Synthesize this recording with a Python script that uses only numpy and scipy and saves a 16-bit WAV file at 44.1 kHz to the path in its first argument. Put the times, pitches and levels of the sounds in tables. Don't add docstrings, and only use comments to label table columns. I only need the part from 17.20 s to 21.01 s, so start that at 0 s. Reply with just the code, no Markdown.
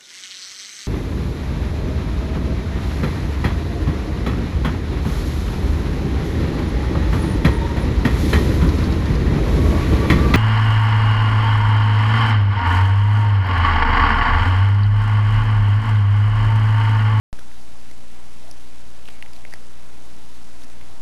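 import sys
import numpy as np
from scipy import signal
from scipy.io import wavfile

SR = 44100
rng = np.random.default_rng(int(sys.argv[2]) if len(sys.argv) > 2 else 0)


def wav_record(signal):
    frames = np.transpose(np.atleast_2d(signal))
    bounded = np.clip(frames, -1, 1)
    quanta = np.round(bounded * 32767).astype(np.int16)
    wavfile.write(sys.argv[1], SR, quanta)


def how_loud(loudness_db):
    steps = np.asarray(loudness_db, float) / 20
    return 10 ** steps


N = 168021
T = np.arange(N) / SR


def rms_one(x):
    return x / np.sqrt(np.mean(np.abs(x) ** 2) + 1e-20)


def drift(rate_hz):
    r = np.exp(-80 * np.pi * rate_hz / SR)
    chance = rng.standard_normal(N // 40 + 2002)
    slow = signal.lfilter([1], [1, -2 * r, r * r], chance)[2000:]
    return np.interp(np.arange(N) / 40, np.arange(len(slow)), rms_one(slow))


def ring(t, hz, t60_s):
    rise_cycles = 0.35
    swell = 1 - np.exp(-t * hz / rise_cycles)
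    return np.sin(2 * np.pi * hz * t) * how_loud(-60 * t / t60_s) * swell


def mouth(t, hz):
    cycles, floor_s, longest_s = 12, 0.002, 0.0099
    return ring(t, hz, min(cycles / hz + floor_s, longest_s))


def clicks():
    # start in seconds, peak level in dB, mouth ring in Hz,
    # second ring in Hz, second ring level in dB.
    wet_clicks = [(0.189, -29, 1530, 6000, -11), (0.1933, -34.5, 3380, 5900, 2),
                  (0.315, -39, 2570, 1770, -0.5), (0.7132, -33.5, 5840, 2070, -1),
                  (1.3125, -24, 5650, 4600, -6.5), (1.8555, -33.5, 2970, 3940, -3.5),
                  (1.8780, -30, 2730, 820, -12), (1.8867, -35.5, 2950, 1695, -3.5),
                  (1.8892, -29.5, 3020, 800, -2.5), (2.025, -22.5, 1985, 2810, -0.5),
                  (2.0255, -31.5, 4350, 936, -5), (2.0613, -32.5, 2090, 3230, -9),
                  (2.1340, -31, 4970, 2500, -9.5), (2.164, -36, 2390, 4180, 0),
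                  (2.2510, -23, 2130, 580, -6.5), (2.2990, -42, 4630, 2330, -8),
                  (2.309, -43, 4780, 4050, -3), (2.3377, -21.5, 1920, 4740, -4),
                  (2.337, -35.5, 1015, 610, 10), (3.4205, -35.5, 3520, 5900, -7),
                  (3.436, -38.5, 4150, 5600, 4), (3.5006, -40.5, 3300, 1270, -5),
                  (3.6126, -39.5, 1200, 2096, 3)]
    smack_hz, smack_t60_s, smack_db = 800, 0.0044, -16.5
    crack_db, crack_t60_s = -19.5, 0.0018
    length = 1000
    t = np.arange(length) / SR
    smack = how_loud(smack_db) * ring(t, smack_hz, smack_t60_s)
    crack_fade = how_loud(crack_db - 60 * t / crack_t60_s)
    out = np.zeros(N)
    for start_s, db, hz, second_hz, second_db in wet_clicks:
        cavities = mouth(t, hz) - how_loud(second_db) * mouth(t, second_hz)
        crack = crack_fade * rng.standard_normal(length)
        i = int(start_s * SR)
        out[i:i + length] += how_loud(db + 1.0) * (cavities + smack + crack)
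    return out


def snaps():
    # start in seconds, peak level in dB, direction of first swing as +1 or -1.
    film_snaps = [(0.1909, -32, 1), (0.7136, -32.5, -1), (1.886, -22.5, 1), (1.8887, -29.5, 1),
                  (2.3377, -27.5, 1), (3.4151, -34, 1), (3.4208, -33, -1), (3.4379, -33, 1),
                  (3.444, -34, 1), (3.5006, -28.5, -1), (3.6124, -32.5, -1)]
    push_s, rebound = 0.00005, 0.53
    t = np.arange(-20, 60) / SR
    push = np.exp(-(t / push_s) ** 2)
    recoil = np.exp(-((t - 3 * push_s) / (3.1 * push_s)) ** 2)
    shape = push - rebound * recoil
    out = np.zeros(N)
    for start_s, db, swing in film_snaps:
        i = int(start_s * SR)
        out[i - 20:i + 60] += np.sign(swing) * how_loud(db) * shape
    return out


def slurps():
    # start in seconds, length in seconds, first pitch in Hz, last pitch in Hz, rms in dB.
    wet_strokes = [(0.193, .04, 1580, 1300, -52), (0.94, 0.21, 900, 700, -58.5),
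                   (1.202, 0.15, 550, 780, -51.5), (1.87, .14, 2500, 2070, -50.5),
                   (1.86, 0.087, 3940, 4200, -56), (2.137, .045, 3667, 4180, -55.5),
                   (2.293, .075, 4540, 5100, -56.5), (2.317, .025, 1684, 2000, -44),
                   (2.343, 0.034, 1833, 1590, -51), (3.40, 0.055, 6500, 5600, -54),
                   (3.32, .2, 290, 260, -53)]
    relative_width, grain_db = 0.14, 2.0
    grain = how_loud(grain_db * drift(120))
    out = np.zeros(N)
    for start_s, length_s, hz, last_hz, db in wet_strokes:
        n, i = int(length_s * SR), int(start_s * SR)
        a, b = rng.standard_normal((2, SR // 3))
        r = np.exp(-np.pi * relative_width * hz / SR)
        body = rms_one(signal.lfilter([1], [1, -r], a + 1j * b)[1000:1000 + n])
        glide = np.exp(2j * np.pi * np.cumsum(np.linspace(hz, last_hz, n)) / SR)
        swell = np.hanning(n) ** 0.3
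        out[i:i + n] += how_loud(db + 1) * swell * (body * glide).real * grain[i:i + n]
    return out


def bumps():
    # time in seconds, peak level in dB.
    dips = [
        (0.1916, -33.5),
        (0.7144, -36),
        (1.8870, -36.5),
        (2.3400, -33.5),
        (3.501, -42),
    ]
    dip_s = 0.00051
    return sum(-how_loud(db) * np.exp(-((T - s) / dip_s) ** 2) for s, db in dips)


def hum():
    # pitch in Hz, rms level in dB.
    harmonics = [
        (59.2, -52),
        (118.4, -61),
        (236.9, -60),
        (296.1, -60.5),
    ]
    wobble_db = 1.0
    out = np.zeros(N)
    for hz, db in harmonics:
        level = how_loud(db + 2.5 + wobble_db * drift(3))
        out += level * np.sin(2 * np.pi * (hz * T + rng.random()))
    return out


def whine():
    return how_loud(-69.5) * np.sin(2 * np.pi * 5941 * T)


def room():
    # frequency in Hz, density in dB per Hz.
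    spectrum = [(25, -2), (70, -0.5), (200, -2), (400, -8), (750, -6), (1400, -14), (2100, -14.5),
                (6000, -20.5)]
    level_db, patchy_db = -49, 1.5
    edges = 22 * 2 ** np.arange(0, 9.1, 0.5)
    white = rng.standard_normal((2, N))
    hz, db = np.transpose(spectrum)
    out = np.zeros(N)
    for k, (low, high) in enumerate(zip(edges, edges[1:])):
        sos = signal.butter(2, [low, high], "band", fs=SR, output="sos")
        band_db = np.interp(np.log(low * high) / 2, np.log(hz), db)
        out += signal.sosfilt(sos, white[k % 2]) * how_loud(band_db + patchy_db * drift(5))
    return how_loud(level_db) * rms_one(out)


def hiss():
    return how_loud(-61.5) * rng.standard_normal(N)


def scene():
    cat = clicks() + snaps() + slurps()
    background = hum() + whine() + room() + hiss()
    return (cat + bumps() + background)[None]


def roll_off(x):
    return signal.sosfilt(signal.butter(12, 12780, fs=SR, output="sos"), x)


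def record(dry):
    converter_hz, steps, offset = 16001.5, 128, -0.1045
    start_s = 0.1291
    x = signal.sosfilt(signal.butter(6, 7200, fs=SR, output="sos"), dry) + offset
    held = (np.floor(T * converter_hz) / converter_hz * SR).astype(int)
    x = np.round(x[:, held] * steps) / steps
    x = x * (T >= start_s)
    wobble_hz, wobble_db, wobble_late_s, wobble_s = 430, -27, 0.00061, 0.0012
    t = T - start_s
    wobble_swell = np.exp(-((t - wobble_late_s) / wobble_s) ** 2)
    x = x + how_loud(wobble_db) * np.sin(2 * np.pi * wobble_hz * t) * wobble_swell
    x = signal.sosfiltfilt(signal.cheby2(24, 20, 13050, fs=SR, output="sos"), x)
    return roll_off(x)


dry = scene()
out = record(dry)
wav_record(out)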